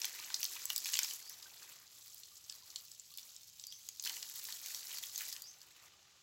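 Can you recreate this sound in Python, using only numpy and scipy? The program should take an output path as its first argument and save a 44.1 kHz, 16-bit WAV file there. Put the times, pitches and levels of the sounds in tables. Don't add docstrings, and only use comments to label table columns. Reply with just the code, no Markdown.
import sys
import numpy as np
from scipy import signal
from scipy.fft import rfft, irfft, next_fast_len
from scipy.io import wavfile
from scipy.ndimage import uniform_filter1d

SR = 44100
rng = np.random.default_rng(int(sys.argv[2]) if len(sys.argv) > 2 else 0)


def master(y):
    cut = np.clip(np.atleast_2d(y).T, -1, 1)
    pcm = np.round(cut * 32767)
    wavfile.write(sys.argv[1], SR, pcm.astype(np.int16))


N = 274302
TIME = np.arange(N) / SR

# frequency in Hz, relative gain in dB.
HUSH_SPECTRUM = [(20, -14), (45, -13.5), (65, -2.5), (100, 1), (150, -2), (230, -11.5), (500, -12),
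                 (1200, -14), (1800, -11.5), (3000, -3), (7000, -3), (10000, -16), (16000, -26)]
PUDDLE_SPECTRUM = [(100, -25.5), (200, -8), (350, -3.5), (600, -3.5), (760, 0), (930, -2), (1100, 1),
                   (1280, 3), (1600, -4.5), (2600, -19.5)]
MUD_SPECTRUM = [(600, -19.5), (790, -18.5), (930, -5.5), (1150, -17), (1750, -2.5), (2150, -3.5),
                (2600, -3), (3200, -6.5), (4200, -3), (8000, -37)]
BEAD_SPECTRUM = [(700, -36), (2000, -8.5), (3800, -15), (7500, -8.5), (10000, -5), (15500, -1.5)]
PATTER_SPECTRUM = [(800, -41), (2100, -13.5), (3200, -2.5), (4500, 3), (7500, 4.5), (10000, -12),
                   (16000, -24)]
SPRAY_SPECTRUM = [(1000, -19.5), (2500, -18.5), (4500, -7.5), (8000, 1), (11000, 0), (15500, 1.5)]
# start in seconds, base level in dB, pitch as a ratio to the contour.
CALLS = [(1.208, -60, .99), (3.632, -58.5, 1.02), (5.382, -59.5, 1.04)]
# time into the call in seconds, pitch in Hz, relative level in dB.
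CALL_CONTOUR = [(0, 4900, -12), (0.028, 4550, -6), (0.049, 4580, 4), (0.07, 4850, -0.5), (.085, 5400, 5),
                (.096, 6100, 2.5), (.118, 6040, 3), (.135, 6200, -22)]
# start in seconds, starting pitch in Hz, peak level in dB.
LARGE_BUBBLES = [(1.458, 1530, -55.5), (2.316, 1167, -66.5), (2.507, 1690, -62), (2.626, 1010, -66),
                 (3.115, 1160, -67)]
# time of the peak in seconds, level in dB.
SOIL_SLUGS = [(0.19, -55), (0.565, -50.5), (0.869, -52), (1.02, -52), (4.071, -48), (4.49, -55),
              (4.658, -58), (4.901, -51.5), (5.209, -50.5)]
# time in seconds, flow as a spray level in dB, level on wet soil in dB.
JET_FLOW = [(0.0, -52, -58), (0.28, -55, -58), (0.42, -50.5, -61), (0.68, -53.5, -62), (0.93, -48, -62.5),
            (1.11, -49, -62.5), (1.24, -60, -68.5), (1.72, -62.5, -65.5), (1.88, -67, -76.5),
            (2.05, -61, -79.5), (2.4, -64.5, -82), (2.55, -63.5, -73), (2.78, -62.5, -74.5),
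            (3.05, -65.5, -99), (3.25, -60.5, -75), (3.5, -66.5, -93), (4.02, -63, -83), (4.06, -50, -57),
            (4.26, -54.5, -67), (5.0, -51.5, -62.5), (5.11, -55.5, -70), (5.19, -50, -62.5),
            (5.29, -50, -62.5), (5.39, -62.5, -69.5), (5.56, -70.5, -76), (5.85, -68.5, -66.5),
            (5.95, -79.5, -74.5), (6.22, -78.5, -78)]
# start in seconds, smack level in dB (its energy spread over 5 ms),
# pitch in Hz, nominal low edge in Hz, level of the crack relative to the smack in dB.
FAT_DROPS = [(0.0171, -35, 5500, 3130, -26), (0.0444, -33.5, 4170, 1880, -17),
             (0.0538, -36, 5900, 3500, 0.5), (0.3024, -44, 1530, 1190, -10), (0.343, -30, 5730, 4180, -33),
             (0.43, -32.5, 6000, 2750, -7), (0.4432, -37, 6000, 4630, 2), (0.4518, -34.5, 4830, 3930, -18),
             (0.6546, -36, 7850, 6600, 1.5), (0.696, -47, 4250, 3300, -6), (0.702, -32.5, 2800, 1670, -4),
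             (0.7616, -32, 7700, 4200, -1), (0.7793, -37, 4870, 4000, 4), (0.8457, -38.5, 6600, 5000, -32),
             (0.8576, -37.5, 4970, 2080, -3), (0.868, -40.5, 4220, 3340, -6),
             (0.8893, -38, 5940, 1900, -19), (0.935, -34, 2960, 2180, -18), (0.9402, -30, 7400, 3840, -18),
             (0.9533, -34.5, 3000, 2270, -16), (0.9708, -34, 3140, 2550, -28),
             (0.99, -26.5, 5200, 2100, -2), (1.032, -31.5, 6200, 4440, -12),
             (1.0453, -36.5, 5070, 2410, -19), (1.1096, -40.5, 3100, 2550, -21),
             (1.296, -48, 6700, 4600, 5), (1.4276, -49.5, 4870, 3800, -13), (2.1451, -58, 7490, 3600, 11),
             (2.2342, -50, 4680, 3320, -21), (2.497, -40, 5170, 3670, -34),
             (2.5236, -47.5, 4500, 3720, -13), (2.7594, -37.5, 7300, 3360, -29),
             (2.9159, -48, 7360, 5100, -6), (2.9966, -45.5, 7250, 5160, -20),
             (3.1392, -53.5, 4800, 3500, 0), (3.1742, -46.5, 7540, 4220, 3.5),
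             (3.1842, -44.5, 3520, 3040, -5), (3.3636, -47.5, 7460, 4440, -20),
             (3.597, -46.5, 7840, 4030, -30), (3.6386, -44.5, 6100, 3300, -15),
             (3.6684, -46.5, 7150, 5100, 1), (3.724, -47, 3250, 2770, -6), (3.8881, -39.5, 6500, 3080, -5),
             (3.9971, -38.5, 6750, 3520, -34), (4.0245, -49, 6460, 5100, 4), (4.039, -43, 5170, 4000, 1.5),
             (4.0495, -39.5, 4600, 3300, -4), (4.0576, -40, 5250, 3800, 1), (4.0733, -36, 3070, 2470, -4),
             (4.0952, -37, 4260, 2210, -8), (4.166, -45.5, 2850, 2230, -5), (4.2277, -40, 4220, 3040, -9),
             (4.451, -44.5, 5250, 2930, -0.5), (4.486, -47, 1770, 1440, -8), (4.5241, -41, 4400, 3560, -3),
             (4.6601, -43.5, 6100, 2830, -2), (4.7462, -39, 5530, 3380, -15), (4.972, -44, 4520, 2330, -7),
             (4.984, -42, 4300, 2270, -2), (5.037, -42, 3330, 2740, -1), (5.1588, -38, 6440, 3400, -20),
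             (5.1784, -39, 6740, 4030, 2), (5.327, -41.5, 5500, 4630, -4), (5.364, -45, 5100, 2320, -21),
             (5.4208, -46.5, 7450, 5100, 3.5), (5.616, -53, 4830, 3750, -7)]

FULL_FLOW_DB, FULL_SOIL_DB = -52, -61


def from_db(db):
    return 10 ** (np.asarray(db) / 20)


def unit_rms(x):
    return x / np.sqrt(np.mean(x ** 2) + 1e-20)


def add(out, start_s, sound):
    start = max(0, round(start_s * SR))
    out[start:start + len(sound)] += sound[:max(0, N - start)]


def drift(rate_hz):
    step, warm_up = 40, 2000
    pole = np.exp(-2 * np.pi * step * rate_hz / SR)
    noise = rng.standard_normal(N // step + warm_up + 2)
    slow = signal.lfilter([1], [1, -2 * pole, pole * pole], noise)[warm_up:]
    return np.interp(np.arange(N) / step, np.arange(len(slow)), unit_rms(slow))


def colour(x, spectrum):
    size = 2 * next_fast_len(N // 2 + SR // 10)
    hz, db = np.transpose(spectrum)
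    grid_hz = np.maximum(np.arange(size // 2 + 1) * SR / size, 1)
    gain = from_db(np.interp(np.log(grid_hz), np.log(hz), db))
    cepstrum = irfft(np.log(gain))
    response = np.exp(rfft(2 * cepstrum[:size // 2], size))
    return unit_rms(irfft(rfft(x, size) * response)[:N])


def resonance(x, hz, width_hz):
    r = np.exp(-np.pi * width_hz / SR)
    feedback = [1, -2 * r * np.cos(2 * np.pi * hz / SR), r * r]
    return signal.lfilter(np.array([1, 0, -1]) * (1 - r * r) / 2, feedback, x + 1e-18)


def fragments(clicks, t60):
    decay = 10 ** (-6 / (t60 * SR))
    power = signal.lfilter([1 - decay], [1, -decay], clicks ** 2 + 1e-18)
    return np.sqrt(power) * rng.standard_normal(len(clicks))


def impacts(per_s, spread_db, band_hz, q, splash_t60, shatter, pitches):
    struck = rng.random(N) < per_s / SR
    sizes = from_db(spread_db * np.minimum(rng.exponential(1, N), 3.5))
    clicks = struck * sizes * rng.choice([-1, 1], N)
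    pitch_index, out = rng.integers(0, pitches, N), np.zeros(N)
    for k, hz in enumerate(np.geomspace(*band_hz, pitches)):
        own = clicks * (pitch_index == k)
        out += resonance(own + shatter * fragments(own, splash_t60), hz, hz / q)
    return out / np.sqrt(uniform_filter1d(out ** 2, SR // 8) + 1e-12)


def outdoor_hush(level_db):
    return from_db(level_db) * colour(rng.standard_normal(N), HUSH_SPECTRUM)


def scatter(x, t60, dull_hz):
    t = np.arange(SR // 2) / SR
    tail = rng.standard_normal(len(t)) * from_db(-60 * t / t60) * (t > 0.002)
    tail = signal.sosfilt(signal.butter(1, dull_hz, fs=SR, output="sos"), tail)
    return signal.oaconvolve(x, tail / np.linalg.norm(tail))[:N]


def bird():
    out = np.zeros(N)
    times, contour_hz, contour_db = np.transpose(CALL_CONTOUR)
    t = np.arange(int(times[-1] * SR)) / SR
    for start, db, ratio in CALLS:
        tremble = 1 + 0.016 * drift(140)[:len(t)]
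        hz = ratio * np.interp(t, times, contour_hz) * tremble
        envelope = from_db(db + np.interp(t, times, contour_db))
        add(out, start, envelope * np.sin(2 * np.pi * np.cumsum(hz) / SR))
    return out


def large_bubbles(t60, rise_per_s):
    out, t = np.zeros(N), np.arange(SR // 10) / SR
    for start, hz, db in LARGE_BUBBLES:
        phase = 2 * np.pi * hz * t * (1 + rise_per_s * t / 2)
        add(out, start, from_db(db - 60 * t / t60) * np.sin(phase))
    return out


def puddle(soil_db, lumps, full_flow_db=-69.43):
    bubbles = impacts(per_s=1300, spread_db=1, band_hz=(199, 1900), q=6.1,
                      splash_t60=0.048, shatter=0.99, pitches=16)
    level_db = full_flow_db + 0.58 * (soil_db - FULL_SOIL_DB) + 1.3 * lumps
    return from_db(level_db) * colour(bubbles, PUDDLE_SPECTRUM)


def with_slugs(soil_db, attack_s=0.017, t60=0.29):
    power = from_db(soil_db) ** 2
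    for peak_s, db in SOIL_SLUGS:
        swell = np.clip(1 + (TIME - peak_s) / attack_s, 0, 1)
        drain = from_db(db - 60 * np.clip(TIME - peak_s, 0, 1) / t60)
        power += (swell * drain) ** 2
    return 10 * np.log10(power)


def mud(level_db, lumps):
    slaps = impacts(per_s=750, spread_db=4, band_hz=(900, 4000), q=4.5,
                    splash_t60=0.02, shatter=1.4, pitches=11)
    return from_db(level_db - 0.1 + 1.5 * lumps) * colour(slaps, MUD_SPECTRUM)


def beads(swing_db, full_flow_per_s=44, spread_db=5.5, rms_db=-57):
    per_s = full_flow_per_s * from_db(0.5 * swing_db)
    struck = rng.random(N) < per_s / SR
    clicks = struck * from_db(spread_db * rng.uniform(-1, 1, N))
    ticks = 0.5 * clicks + fragments(clicks, t60=0.005)
    return from_db(rms_db) * colour(ticks * from_db(1.26 * swing_db), BEAD_SPECTRUM)


def spray(flow_db, lumps):
    sizzle = impacts(per_s=5100, spread_db=1, band_hz=(3500, 15100), q=0.66,
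                     splash_t60=0.022, shatter=0.72, pitches=4)
    return from_db(flow_db + 0.6 + 2.6 * lumps) * colour(sizzle, SPRAY_SPECTRUM)


def patter(swing_db, lumps, full_flow_per_s=1381, full_flow_db=-50.9):
    per_s = full_flow_per_s * from_db(0.5 * swing_db)
    ticks = impacts(per_s, spread_db=4.2, band_hz=(2800, 8700), q=2.6,
                    splash_t60=0.013, shatter=1.8, pitches=8)
    return from_db(full_flow_db + swing_db + 1.2 * lumps) * colour(ticks, PATTER_SPECTRUM)


def fat_drops(flatten_s=0.0007, relative_width=0.067):
    out, click = np.zeros(N), signal.unit_impulse(SR // 20)
    flattening = 1 - np.exp(-np.arange(len(click)) / (flatten_s * SR))
    to_5_ms = np.sqrt(0.005 * SR / len(click))
    crack_band = signal.butter(2, 9000, "high", fs=SR, output="sos")
    plop_band = signal.butter(4, 810, "high", fs=SR, output="sos")
    for start, db, hz, low_hz, crack_db in FAT_DROPS:
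        hit = 1.2 * click + 5.4 * flattening * fragments(click, t60=0.008)
        edge_hz = np.clip(0.91 * low_hz, 300, 7000)
        smack_band = signal.butter(3, [edge_hz, 8200], "band", fs=SR, output="sos")
        ring = resonance(hit, hz, relative_width * hz)
        smack = unit_rms(signal.sosfilt(smack_band, ring + 0.5 * hit))
        crater = resonance(resonance(hit, hz=914, width_hz=240), hz=1160, width_hz=820)
        plop = unit_rms(signal.sosfilt(plop_band, crater))
        plop_gain = from_db(-21) * min(1900 / low_hz, 1.5) ** 2
        crack = unit_rms(signal.sosfilt(crack_band, hit + 3.1 * click))
        drop = smack + plop_gain * plop + from_db(crack_db) * crack
        add(out, start, from_db(db) * to_5_ms * drop)
    return out


def scene():
    times, flow_points, soil_points = np.transpose(JET_FLOW)
    flow_db = np.interp(TIME, times, flow_points)
    soil_db = np.interp(TIME, times, soil_points)
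    rock_swing_db = 0.92 * (flow_db - FULL_FLOW_DB)
    lumps = drift(37)
    stream = spray(flow_db, lumps) + patter(rock_swing_db, lumps)
    stream += mud(with_slugs(soil_db), lumps) + puddle(soil_db, lumps)
    drops = fat_drops() + beads(rock_swing_db) + large_bubbles(t60=0.085, rise_per_s=1.4)
    echo = scatter(from_db(-12.5) * stream + from_db(-10.5) * drops, t60=0.15, dull_hz=8200)
    calls = bird()
    calls += scatter(calls, t60=0.31, dull_hz=9000)
    return (stream + drops + echo + calls + outdoor_hush(level_db=-67.5))[None]


def port_dip(x, hz, width_hz, depth_db):
    return x - (1 - from_db(depth_db)) * resonance(x, hz, width_hz)


def record(dry, cutoff_hz=16000):
    heard = port_dip(dry, hz=8730, width_hz=1220, depth_db=-7.5)
    heard = port_dip(heard, hz=9570, width_hz=1170, depth_db=-5.0)
    return signal.sosfilt(signal.ellip(12, 0.1, 80, cutoff_hz, fs=SR, output="sos"), heard)


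dry = scene()
out = record(dry)
master(out)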